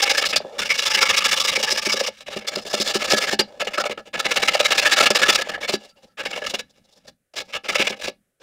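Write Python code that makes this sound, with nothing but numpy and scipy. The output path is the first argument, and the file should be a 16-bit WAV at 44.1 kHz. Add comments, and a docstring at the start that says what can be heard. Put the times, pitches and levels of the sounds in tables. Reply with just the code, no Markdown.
"""Very quick rasping strokes on thin ringing sheet, heard close, with knocks and hollow bonks among them:
a steel scraper blade works rust off the floor of an old metal toolbox.
Grit breaking under the edge excites the modes of sheet and blade as noise through resonators;
the blade also knocks the box as short pushes and noise bursts into such modes.
Behind lie a dull drag of the box, its short noise-tail reverberation and a quiet workshop of coloured noise."""
import sys
import numpy as np
from scipy import signal
from scipy.fft import rfft, irfft
from scipy.io import wavfile
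from scipy.ndimage import uniform_filter1d

SR = 44100
rng = np.random.default_rng(int(sys.argv[2]) if len(sys.argv) > 2 else 0)


def wrap_up_sound(samples):
    """Save the sound to the file named by the first command line argument, as 16-bit audio."""
    columns = np.atleast_2d(samples).T
    # keep every value between -1 and 1, then stretch to whole-number steps
    tamed = np.clip(columns, -1, 1)
    steps = np.round(tamed * 32767).astype(np.int16)
    wavfile.write(sys.argv[1], SR, steps)


N = 371322

# strokes: top_speed_s, rise_from_rest_ms, rasp_db, sizzle_over_rasp_db (before the mix)
STROKES = [(0.001, 3.3, -16.5, -5.5), (0.036, 21.4, -17, 4.5), (0.075, 28.6, -19.5, -6),
           (0.104, 13, -15.5, 0), (0.155, 26, -24.5, -1), (0.184, 16, -20.5, 2.5), (0.225, 19, -21.5, -3),
           (0.242, 8.6, -18, -11), (0.26, 12, -21.5, 3.5), (0.303, 20, -27.5, 4), (0.331, 7.2, -20.5, -12),
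           (0.362, 4.3, -23.5, 6), (0.409, 8, -38.5, -11), (0.558, 34, -47.5, -6), (0.601, 21, -21.5, -1),
           (0.623, 9.4, -21, -0.5), (0.663, 20, -27.5, -2), (0.714, 27, -20, -2), (0.752, 18, -25.5, 0.5),
           (0.794, 22, -21.5, 1), (0.835, 22, -22.5, -0.5), (0.872, 23, -17, 0.5), (0.914, 21, -19, -1),
           (0.95, 19, -15.5, -0.5), (0.986, 20, -18, -4.5), (1.025, 20, -11.5, -3.5),
           (1.067, 17.5, -17, -3.5), (1.103, 20, -14, -3.5), (1.145, 23, -18, -4.5), (1.18, 19.5, -17.5, 4),
           (1.222, 23, -20.5, -4.5), (1.253, 14.5, -15, 0), (1.293, 16, -23, 1), (1.327, 20, -17.5, 2.5),
           (1.382, 28, -21.5, 2), (1.408, 15, -21, 4.5), (1.457, 24, -21, 1), (1.492, 24, -18, 2.5),
           (1.538, 29, -23.5, -1.5), (1.56, 11.4, -19, 0.5), (1.606, 28, -25.5, -1),
           (1.636, 12, -17.5, 0.5), (1.688, 29, -19.5, -6), (1.712, 12.3, -18.5, 2.5),
           (1.76, 27, -24, -2.5), (1.78, 10, -18, -1.5), (1.828, 13.5, -25, 0.5), (1.859, 11.6, -20.5, 0),
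           (1.902, 19, -20.5, -2.5), (1.928, 12, -19, 2), (1.973, 22, -22.5, -2.5), (2.003, 14, -21, 1),
           (2.05, 29, -26.5, -1), (2.071, 12, -26, 2), (2.188, 16, -61, 15), (2.21, 8.2, -44.5, 3.5),
           (2.283, 24.6, -33, -6.5), (2.313, 15, -33, -6), (2.332, 21, -29, -5.5), (2.373, 17, -31, -0.5),
           (2.392, 8, -38, 3.5), (2.419, 19, -40, -7), (2.451, 10, -39, -11), (2.487, 21, -30.5, 8),
           (2.539, 38, -32.5, -4), (2.559, 7.5, -26.5, 2), (2.585, 19, -34, -1.5), (2.623, 13, -45.5, 5),
           (2.657, 8.8, -35.5, -1), (2.672, 13, -33, 3.5), (2.708, 16, -34, 4), (2.744, 18, -23.5, 5),
           (2.783, 27, -28.5, 0.5), (2.822, 22, -25.5, 7), (2.885, 54, -28, 3), (2.904, 24, -24, 0.5),
           (2.958, 24, -22, 1.5), (3.025, 43, -28, -0.5), (3.052, 17, -24.5, 2.5), (3.089, 22, -25, -2),
           (3.121, 29.7, -17.5, 2), (3.136, 7.8, -19.5, 1.5), (3.186, 30, -22.5, 4.5),
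           (3.24, 48, -23.5, 1.5), (3.292, 29.5, -20.5, -3.5), (3.331, 31.6, -25, 0.5),
           (3.397, 9.1, -19.5, -1), (3.61, 14.6, -21, -5), (3.65, 7, -40, 1), (3.674, 6.9, -23.5, -9),
           (3.72, 21, -40, -5), (3.742, 11.5, -26.5, -3), (3.784, 12, -16, -14), (3.804, 12, -21.5, -2.5),
           (3.841, 4.7, -20, -15), (3.859, 9.2, -21.5, -4.5), (3.898, 4.1, -22.5, -13.5),
           (3.912, 6.1, -23, -5.5), (3.98, 6.7, -26.5, -15), (3.994, 14, -39, -8), (4.076, 25, -47.5, 0),
           (4.153, 24, -23, -9), (4.181, 14, -30, -6), (4.202, 14.4, -19.5, -0.5), (4.236, 21, -39, -4),
           (4.264, 24, -20.5, -6), (4.298, 19, -27, -4.5), (4.32, 17.3, -16.5, -4), (4.346, 13, -35.5, 4.5),
           (4.375, 22, -16, -3.5), (4.405, 16, -26.5, -4), (4.434, 18, -12.5, -6), (4.458, 18, -28.5, 3),
           (4.485, 11, -15.5, -1.5), (4.525, 22, -29.5, -3), (4.55, 19.5, -15, -3), (4.573, 10.5, -26, -5),
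           (4.604, 14.6, -17, 1), (4.636, 16, -29.5, -1), (4.657, 16.5, -17, 1), (4.692, 17, -28.5, -1),
           (4.723, 22.8, -12.5, -3), (4.758, 19.5, -24, -2), (4.786, 15.3, -15, 1.5),
           (4.835, 26.5, -21, -2), (4.866, 22.4, -13.5, -2.5), (4.9, 9.6, -21.5, -5.5),
           (4.927, 21.5, -13.5, -1), (4.988, 32, -14.5, -3), (5.009, 13.5, -9.5, -2.5),
           (5.035, 15, -16, -3), (5.061, 5.7, -9.5, -5), (5.108, 5, -16.5, -4.5), (5.135, 8.5, -30.5, -6),
           (5.162, 16.6, -12.5, -1), (5.197, 14, -23, 0), (5.232, 19, -12.5, -4), (5.267, 17.6, -20.5, -4),
           (5.293, 13.5, -11, 0.5), (5.332, 14, -20, 0), (5.357, 12.5, -15.5, 2.5), (5.398, 29.5, -27, -2),
           (5.422, 16, -20.5, -0.5), (5.475, 46, -36, -7), (5.494, 9.6, -22.5, -6), (5.526, 17, -32, -8),
           (5.543, 11, -27, -10), (5.585, 15.5, -40, -17), (5.62, 18, -32, -4), (5.639, 19, -29.5, -1.5),
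           (5.696, 22, -25, 1.5), (5.742, 27, -27, 1.5), (5.821, 24, -53, 1), (5.852, 30, -54, 5),
           (5.896, 17, -66.5, 15), (5.978, 25, -61.5, 0), (6.04, 21, -54.5, 4), (6.075, 16, -72, 9),
           (6.208, 38.6, -26, -7.5), (6.24, 10, -38, -4), (6.26, 11.4, -23, -4.5), (6.315, 13, -30, -2),
           (6.339, 17, -30, -7), (6.367, 17, -29.5, -5), (6.378, 11, -28, -6), (6.425, 10.5, -27, -14),
           (6.446, 12, -27.5, -8), (6.47, 9.1, -21.5, -3), (6.503, 15, -34, 7), (6.545, 8.6, -25, 1),
           (6.595, 10, -27.5, 0.5), (6.703, 9.1, -71.5, 16.5), (6.781, 11, -65.5, 5.5),
           (6.851, 15, -79, 20), (6.899, 15, -70, 12), (6.94, 34, -70, 16.5), (6.979, 33, -64, 9.5),
           (7.055, 14, -61, 2), (7.085, 19, -48, 5.5), (7.34, 5, -48, -2), (7.386, 33, -24.5, -1.5),
           (7.403, 7.4, -27, -3), (7.457, 11, -62, 10), (7.501, 26, -47.5, -2), (7.556, 34, -26.5, -4),
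           (7.658, 23, -31.5, -8.5), (7.695, 13, -18.5, -6), (7.73, 15, -27, -5), (7.759, 16.5, -17, -4),
           (7.816, 41, -16.5, -5.5), (7.855, 19, -29, -2), (7.876, 12, -17.5, -4.5),
           (7.907, 21.2, -31.5, 3.5), (7.926, 11, -31, -9.5), (7.973, 15, -48, -1), (8.001, 13, -41, 1),
           (8.022, 12.7, -29.5, -2), (8.048, 21, -27, -0.5), (8.079, 10.3, -32, 1),
           (8.419, 22, -55.5, -0.5)]
# knocks of the blade on the box: start_s, bonk_db, thud_db, crack_db (before the mix)
KNOCKS = [(.332, -34, -28, -9.5), (.361, -10, -33, 2), (.403, -15, -34, -46), (.448, -21, -34, -46),
          (.795, -31, -41.5, -40), (.967, -38.5, -31, -31), (1.573, -14.5, -27.5, -16),
          (1.724, -37, -25, -3), (1.868, -31, -18, -7), (1.938, -9.5, -22, -13), (2.01, -9, -27.5, -18),
          (2.084, -10, -32, -17), (2.285, -19, -42, -25), (2.364, -29, -19, -29), (2.445, -38, -43, -35),
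          (2.569, -24, -20, -38), (2.652, -30, -33, -25), (2.738, -7, -19.5, -17), (2.8, -19.5, -17.5, -3),
          (2.954, -39, -16, -7), (3.133, -7, -12, -33), (3.331, -13, -17, -8.5), (3.393, -26, -13.5, 0.5),
          (3.608, -19.5, -48, -35), (3.623, -10, -46.5, -35.5), (3.67, -13, -31, -34),
          (3.781, -11.5, -26, -11), (3.839, -14, -34.5, -24), (3.856, -8.5, -49, -35),
          (3.896, -16, -24, -23), (3.975, -28, -32, -38), (4.14, -27, -43.5, -19), (4.178, -20, -38, -40),
          (4.255, -15, -26, -11.5), (4.36, -17.5, -52, -30), (4.43, -24.5, -25.5, -32.5),
          (4.551, -3, -49.5, -29), (4.603, -4.5, -36.5, -30), (4.709, -14.5, -50, -33),
          (4.857, -17.5, -47, -37), (4.918, -27.5, -42, -28.5), (5.005, -6.5, -29, -37),
          (5.059, -23, -41.5, -43), (5.104, -4.5, -13, 1.5), (5.154, -13, -36, -24),
          (5.213, -19.5, -23.5, -34), (5.285, -28, -21, -11), (5.471, -19, -56, -40),
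          (5.578, -21, -51, -40), (5.693, -11, -23, -8), (5.737, -13.5, -15, -8), (5.849, -53, -50, -25),
          (6.255, -28, -35, -30), (6.377, -19.5, -47, -35.5), (6.419, -16.5, -37, -45),
          (6.537, -17, -24.5, -25), (7.636, -45, -43, -36), (7.686, -22, -33, -13), (7.756, -13, -43, -34),
          (7.797, -34, -16.5, -24), (7.902, -14.5, -24, -40), (8.079, -14, -25, -32.5)]
# low, middle and high modes of sheet and blade: pitch_hz, width_hz, far_end_db, near_end_db (relative)
BOOM_MODES = [(337.4, 140, -22, -10.5), (483, 52, -6.5, -4.5), (538.4, 38, 6, 4), (593, 39, -5.5, 6),
              (666, 63, -12.5, -5.5), (788, 18, 1, 3), (864, 21, 4, -22)]
RASP_MODES = [(1198, 82, 1.5, -19), (1318, 160, -5, 0.5), (1697, 25, -4, -2.5), (1754, 140, -2, -1.5),
              (2132, 200, -10, -8.5), (2237, 71, -1.3, -6.5), (2536, 410, -3, -4.5),
              (2776, 190, -16, -11.5), (2820, 140, -1, -6)]
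SIZZLE_MODES = [(3600, 71, -14.5, 0), (3555, 120, 8.5, 8.5), (3918, 150, 10, 8.5), (4280, 130, -0.5, 9.5),
                (4690, 100, 4.5, 8), (5110, 190, 6, 5), (5420, 530, -0.5, -23.5), (5560, 240, -8.5, -15),
                (6970, 210, -14.5, -8.5), (7380, 430, -16, -7.5)]


def undb(db):
    """Amplitude ratio of a level in dB."""
    return 10 ** (np.asarray(db) / 20)


def unit(x):
    """Scale to rms 1."""
    return x / np.sqrt(np.mean(x ** 2))


def band(x, lo_hz, hi_hz):
    """Gentle Butterworth band-pass."""
    return signal.sosfilt(signal.butter(2, [lo_hz, hi_hz], "band", fs=SR, output="sos"), x)


def ring(x, pitch_hz, width_hz):
    """One mode; white noise of rms 1 gives the same peak density whatever the width."""
    b, a = signal.iirpeak(pitch_hz, pitch_hz / width_hz, fs=SR)
    return signal.lfilter(b, a, x)


def colour(x, spectrum):
    """Causal filter through (Hz, dB) points, from the folded cepstrum."""
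    hz, db = np.transpose(spectrum)
    bins_hz = np.arange(1, 2050) * SR / 4096
    log_gain = np.interp(np.log(bins_hz), np.log(hz), db) * np.log(10) / 20
    cepstrum = irfft(log_gain)
    cepstrum[1:2048] *= 2
    cepstrum[2049:] = 0
    impulse = irfft(np.exp(rfft(cepstrum)))
    return signal.fftconvolve(x, impulse)[:N]


def walk(rate_hz):
    """Random levels held 1 / rate_hz and slewed; spread near 1."""
    hold = int(SR / rate_hz)
    steps = np.repeat(rng.standard_normal(N // hold + 1), hold)
    return 1.2 * uniform_filter1d(steps, hold)[:N]


def body(force, gain, modes, place, shift_db, pitch_hz=0, lift_db=0, reach=0.055):
    """The force drives each mode as the spot under the blade allows; modes near the favoured pitch are lifted."""
    drives, total_power = [], 0
    for mode_hz, width_hz, far_db, near_db in modes:
        lift = lift_db * np.exp(-((pitch_hz - mode_hz) / (reach * mode_hz)) ** 2)
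        drive = undb(far_db + (near_db - far_db) * place + lift)
        drives.append(drive)
        total_power = total_power + drive ** 2 * width_hz * np.pi / SR
    force = force * gain / np.sqrt(total_power)
    out = 0
    for drive, (mode_hz, width_hz, *_) in zip(drives, modes):
        out = out + ring(force * drive * undb(shift_db * walk(22.)), mode_hz, width_hz)
    return out


def workshop():
    """Quiet workshop: coloured noise with a slowly wandering level."""
    # spectrum: pitch_hz, density_db (relative)
    spectrum = [(18, 0.5), (60, 3), (300, -5), (580, 1.5), (930, -17.5), (1500, -6), (4800, -18.5),
                (10000, -10.5), (15800, -20)]
    level_db = -76.5 + 1.5 * walk(7.6)
    return undb(level_db) * unit(colour(rng.standard_normal(N), spectrum))


def cavity(x):
    """The open box and the bench scatter the sound into a short dense tail."""
    t60_s, level_db = 0.14, -13.5
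    t = np.arange(int(.35 * SR)) / SR
    tail = rng.standard_normal(len(t)) * 10 ** (-3 * t / t60_s)
    scattered = signal.fftconvolve(x, tail / np.linalg.norm(tail))[:N]
    return undb(level_db) * band(scattered, 200.0, 4800.0)


def rumble(rasp, place):
    """Dull uneven drag of the box on the bench, sluggishly following the effort of the hand."""
    # spectrum: pitch_hz, density_db (relative)
    spectrum = [(15, -5.5), (30, -4), (90, -1.5), (140, -2), (212, 6.5), (260, 4), (330, -5), (450, -23.5),
                (900, -39.5)]
    lag_s, level_db, near_end_db, db_per_effort_db = 0.013, -49.5, 1, 0.45  # level_db for a -22 dB rasp
    keep = np.exp(-1 / (lag_s * SR))
    effort = signal.lfilter([1 - keep], [1, -keep], rasp ** 2)
    effort_db = 10 * np.log10(effort + 1e-12)
    db = level_db + near_end_db * place + db_per_effort_db * (effort_db + 22) + 3.5 * walk(30.)
    return undb(db) * unit(colour(rng.standard_normal(N), spectrum))


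def singing_modes():
    """Fine rubbing keeps one narrow mode sounding: noise through two resonators, with soft ends."""
    # spells: start_s, end_s, pitch_hz, level_db
    spells = [(.015, 0.132, 802, -29), (.44, .5, 545, -38.5), (0.523, 0.587, 560, -38.5),
              (.605, 0.661, 1446, -34), (3.395, 3.432, 4770, -28.5), (5.902, 5.967, 1346, -70),
              (6.075, 6.15, 1329, -71)]
    out = np.zeros(N)
    for start_s, end_s, pitch_hz, level_db in spells:
        i, size = int(start_s * SR), int((end_s - start_s) * SR)
        tone = ring(rng.standard_normal(8192), pitch_hz, 25.)
        tone = ring(tone, pitch_hz, 40.)[-size:]
        out[i:i + size] += undb(level_db) * unit(tone) * signal.windows.tukey(size, .4)
    return out


def bonks(place):
    """A push of a millisecond sets the floor ringing, most of all in low modes near one pitch."""
    far_hz, near_hz, scatter_hz = 574, 630, 25.
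    push, pitch_hz = np.zeros(N), far_hz + (near_hz - far_hz) * place
    for (start_s, bonk_db, *_), chance in zip(KNOCKS, rng.standard_normal(len(KNOCKS))):
        i = int(start_s * SR)
        push[i:i + 44] += undb(bonk_db) * np.hanning(44)
        pitch_hz[i:i + 44] += scatter_hz * chance
    floor = body(push, 0.96, BOOM_MODES, place, shift_db=3.0, pitch_hz=pitch_hz, lift_db=19.0, reach=0.16)
    return undb(-10.0) * band(floor, 450.0, 1300.0)


def knocks(place):
    """A soft push of a few milliseconds sounds the low modes; a short noise burst sounds the high ones."""
    # low modes: pitch_hz, width_hz, level_db (relative)
    thud_modes = [(211, 14, 1.5), (280, 17, -3.5), (375, 31.7, 10), (600, 60, 6), (152.8, 59, -18)]
    push, crack = np.zeros(N), np.zeros(N)
    fade = np.exp(-np.arange(600) / (0.0062 * SR))
    bursts = rng.standard_normal((len(KNOCKS), 600))
    for (start_s, _, thud_db, crack_db), burst in zip(KNOCKS, bursts):
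        i = int(start_s * SR)
        push[i:i + 600] += undb(thud_db) * fade * (1 + 0.8 * burst)
        crack[i:i + 600] += undb(crack_db) * fade * burst
    thud = np.zeros(N)
    for k, (pitch_hz, width_hz, level_db) in enumerate(thud_modes):
        thud += (-1) ** k * undb(level_db) * ring(push, pitch_hz, width_hz)  # alternating sign
    clank = body(crack, 0.83, RASP_MODES + SIZZLE_MODES, place, shift_db=5.0)
    return undb(11.0) * band(thud, 140.0, 1200.) + undb(-15.0) * band(clank, 800., 12000.0)


def patch_rows():
    """Row of the patch of sheet that each stroke works."""
    # patches worked in turn: start_s, favoured_rasp_hz, favoured_sizzle_hz,
    # boom_over_rasp_db (for a -22 dB stroke), fall_power (exponent: low for a sweep, high for a jab)
    patches = np.array([(0, 2350, 5200, -6.5, 3.04), (.4, 1360, 3520, -7, 2.6),
                        (.65, 2850, 5120, -8.5, 2.9), (.97, 2140, 3670, -8.5, 3),
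                        (1.6, 2280, 5200, -6.5, 3.5), (2.15, 3000, 3860, -8, 3.3),
                        (2.5, 2800, 5100, -5, 2.64), (3.0, 1650, 5000, -4, 2.9),
                        (3.37, 1650, 4700, -0.5, 2.6), (3.6, 1690, 3450, -4.5, 3.3),
                        (3.77, 1320, 3540, -3, 5.3), (4.13, 2080, 3850, -5, 3.35),
                        (4.75, 1654, 3760, -5, 3.5), (5.45, 1720, 4300, -4.5, 3.1),
                        (5.66, 2800, 4700, -4.5, 2.8), (6.17, 1626, 3870, -5, 6.5),
                        (6.43, 2880, 3800, -7.5, 6.5), (7.3, 2510, 3370, -7, 3.25),
                        (7.89, 2500, 4060, -5.5, 3.2)])
    return patches[np.searchsorted(patches[:, 0], np.array(STROKES)[:, 0]) - 1]


def favoured_pitches():
    """Pitches that the patch favours, held for a stroke; some strokes stray to a random mode."""
    stray_share = .4
    tops_s, hz = np.array(STROKES)[:, 0], patch_rows()[:, 1:3]
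    chance = rng.random((len(tops_s), 4))
    for k, modes in enumerate((RASP_MODES, SIZZLE_MODES)):
        pick = (chance[:, k] * len(modes)).astype(int)
        other_hz = np.array(modes)[pick, 0]
        hz[:, k] = np.where(chance[:, k + 2] < stray_share, other_hz, hz[:, k])
    midpoints_s = (tops_s[1:] + tops_s[:-1]) / 2
    return hz[np.searchsorted(midpoints_s, np.arange(N) / SR)].T


def stroke_gains():
    """From rest to top speed to rest, a quarter cosine each way; grit power grows with speed.

    Returns rows rasp, boom, sizzle."""
    # light trailing over the rust in pauses and between jabs: start_s, end_s, rasp_db, boom_over_rasp_db
    trails = [(0.42, 0.613, -53.5, 12.5), (2.084, 2.24, -54, -14), (3.414, 3.607, -59, 10.5),
              (4.004, 4.114, -69, -2), (5.763, 5.93, -57, -7), (5.96, 6.147, -72.5, 0),
              (6.234, 6.613, -47, -1), (6.623, 7.144, -70.5, -2), (7.416, 7.54, -65, 1)]
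    overlap_ms, longest_stop_ms = 1.9, 28.1  # a stroke dies away as the next sets off
    rise_power, boom_db_per_db = 2.37, 0.64  # the boom grows more slowly than the rasp
    trail_sizzle_db, trail_flutter_db = -1.5, 2
    power, t = np.full((3, N), 1e-12), np.arange(N) / SR
    next_starts_s = [top_s - rise_ms / 1000 for top_s, rise_ms, *_ in STROKES[1:]] + [N / SR]
    for stroke, next_s, patch in zip(STROKES, next_starts_s, patch_rows()):
        top_s, rise_ms, rasp_db, sizzle_db = stroke
        *_, patch_boom_db, fall_power = patch
        fall_ms = np.clip(1000 * (next_s - top_s) + overlap_ms, 6, longest_stop_ms)
        span = slice(max(int((top_s - rise_ms / 1000) * SR), 0), int((top_s + fall_ms / 1000) * SR))
        from_top_ms = 1000 * (t[span] - top_s)
        rising = from_top_ms < 0
        speed = np.abs(np.cos(np.pi / 2 * from_top_ms / np.where(rising, rise_ms, fall_ms)))
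        boom_db = patch_boom_db + (boom_db_per_db - 1) * (rasp_db + 22)
        levels_db = rasp_db + np.array([[0], [boom_db], [sizzle_db]])
        power[:, span] += undb(2 * levels_db) * speed ** np.where(rising, rise_power, fall_power)
    flutter_db = trail_flutter_db * walk(40.)
    for start_s, end_s, rasp_db, boom_db in trails:
        span = slice(int(start_s * SR), int(end_s * SR))
        soft_ends = signal.windows.tukey(len(t[span]), .3)
        levels_db = rasp_db + np.array([[0], [boom_db], [trail_sizzle_db]]) + flutter_db[span]
        power[:, span] += undb(2 * levels_db) * soft_ends
    return np.sqrt(power)


def grit(per_s, scatter_db, smooth):
    """Flakes that snap at random moments with very uneven sizes, over fine even rubbing; rms 1."""
    sizes = rng.standard_normal(N) * undb(scatter_db * rng.exponential(size=N))
    snaps = (rng.random(N) < per_s / SR) * sizes
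    return unit(unit(snaps) + smooth * rng.standard_normal(N))


def scraping(place, rasp, boom, sizzle):
    """Grit under the edge rings sheet and blade, and hisses broadly."""
    # hiss between and above the high modes: pitch_hz, density_db (relative)
    hiss_spectrum = [(300, -52.5), (1500, -40.5), (2800, -37.5), (3500, -19), (5500, -9), (7000, -14.5),
                     (8500, -17), (12000, -27.5), (15500, -31)]
    chatter_db = 1.5  # the edge skips over the rust
    force = grit(per_s=4000., scatter_db=1.5, smooth=0.87) * undb(chatter_db * walk(250.))
    rasp_hz, sizzle_hz = favoured_pitches()
    low = body(force, boom, BOOM_MODES, place, shift_db=2.0)
    low = band(low, 260.0, 888.0)
    middle = body(force, rasp, RASP_MODES, place, shift_db=3.0, pitch_hz=rasp_hz, lift_db=7.5)
    middle = band(middle, 1312.0, 2770.0)
    high = body(force, sizzle, SIZZLE_MODES, place, shift_db=2.0, pitch_hz=sizzle_hz, lift_db=7.5)
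    high = band(high, 3600.0, 8220.0)
    hiss = colour(force * sizzle, hiss_spectrum) / np.std(colour(force, hiss_spectrum))
    return undb(-3.0) * low + undb(-1.5) * middle + undb(-4.5) * high + undb(-5.5) * hiss


def scene():
    """Scraping, knocks, bonks and singing modes in the box, with its tail, its drag and the workshop."""
    # where the blade works along the box: time_s, place (0 far end .. 1 near end)
    blade_path = [(0, 0.17), (.5, 0.72), (.7, 0.01), (2.0, 0.01), (2.6, 0.92), (3.3, 0.73), (3.7, 0.88),
                  (5.4, 0.75), (6.199, 0.59), (7.3, 0.45), (8.42, 0.39)]
    times_s, places = np.transpose(blade_path)
    place = np.clip(np.interp(np.arange(N) / SR, times_s, places), 0, 1)
    rasp, boom, sizzle = stroke_gains()
    box = scraping(place, rasp, boom, sizzle) + knocks(place) + bonks(place) + singing_modes()
    return (box + cavity(box) + rumble(rasp, place) + workshop())[None]


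def record(dry):
    """The small microphone's input rounds the loudest peaks and cuts the top."""
    clip_level, top_hz = .72, 15700
    rounded = dry / (1 + np.abs(dry / clip_level) ** 6) ** (1 / 6)
    return signal.sosfilt(signal.ellip(10, .2, 75, top_hz, fs=SR, output="sos"), rounded)


dry = scene()
out = record(dry)
wrap_up_sound(out)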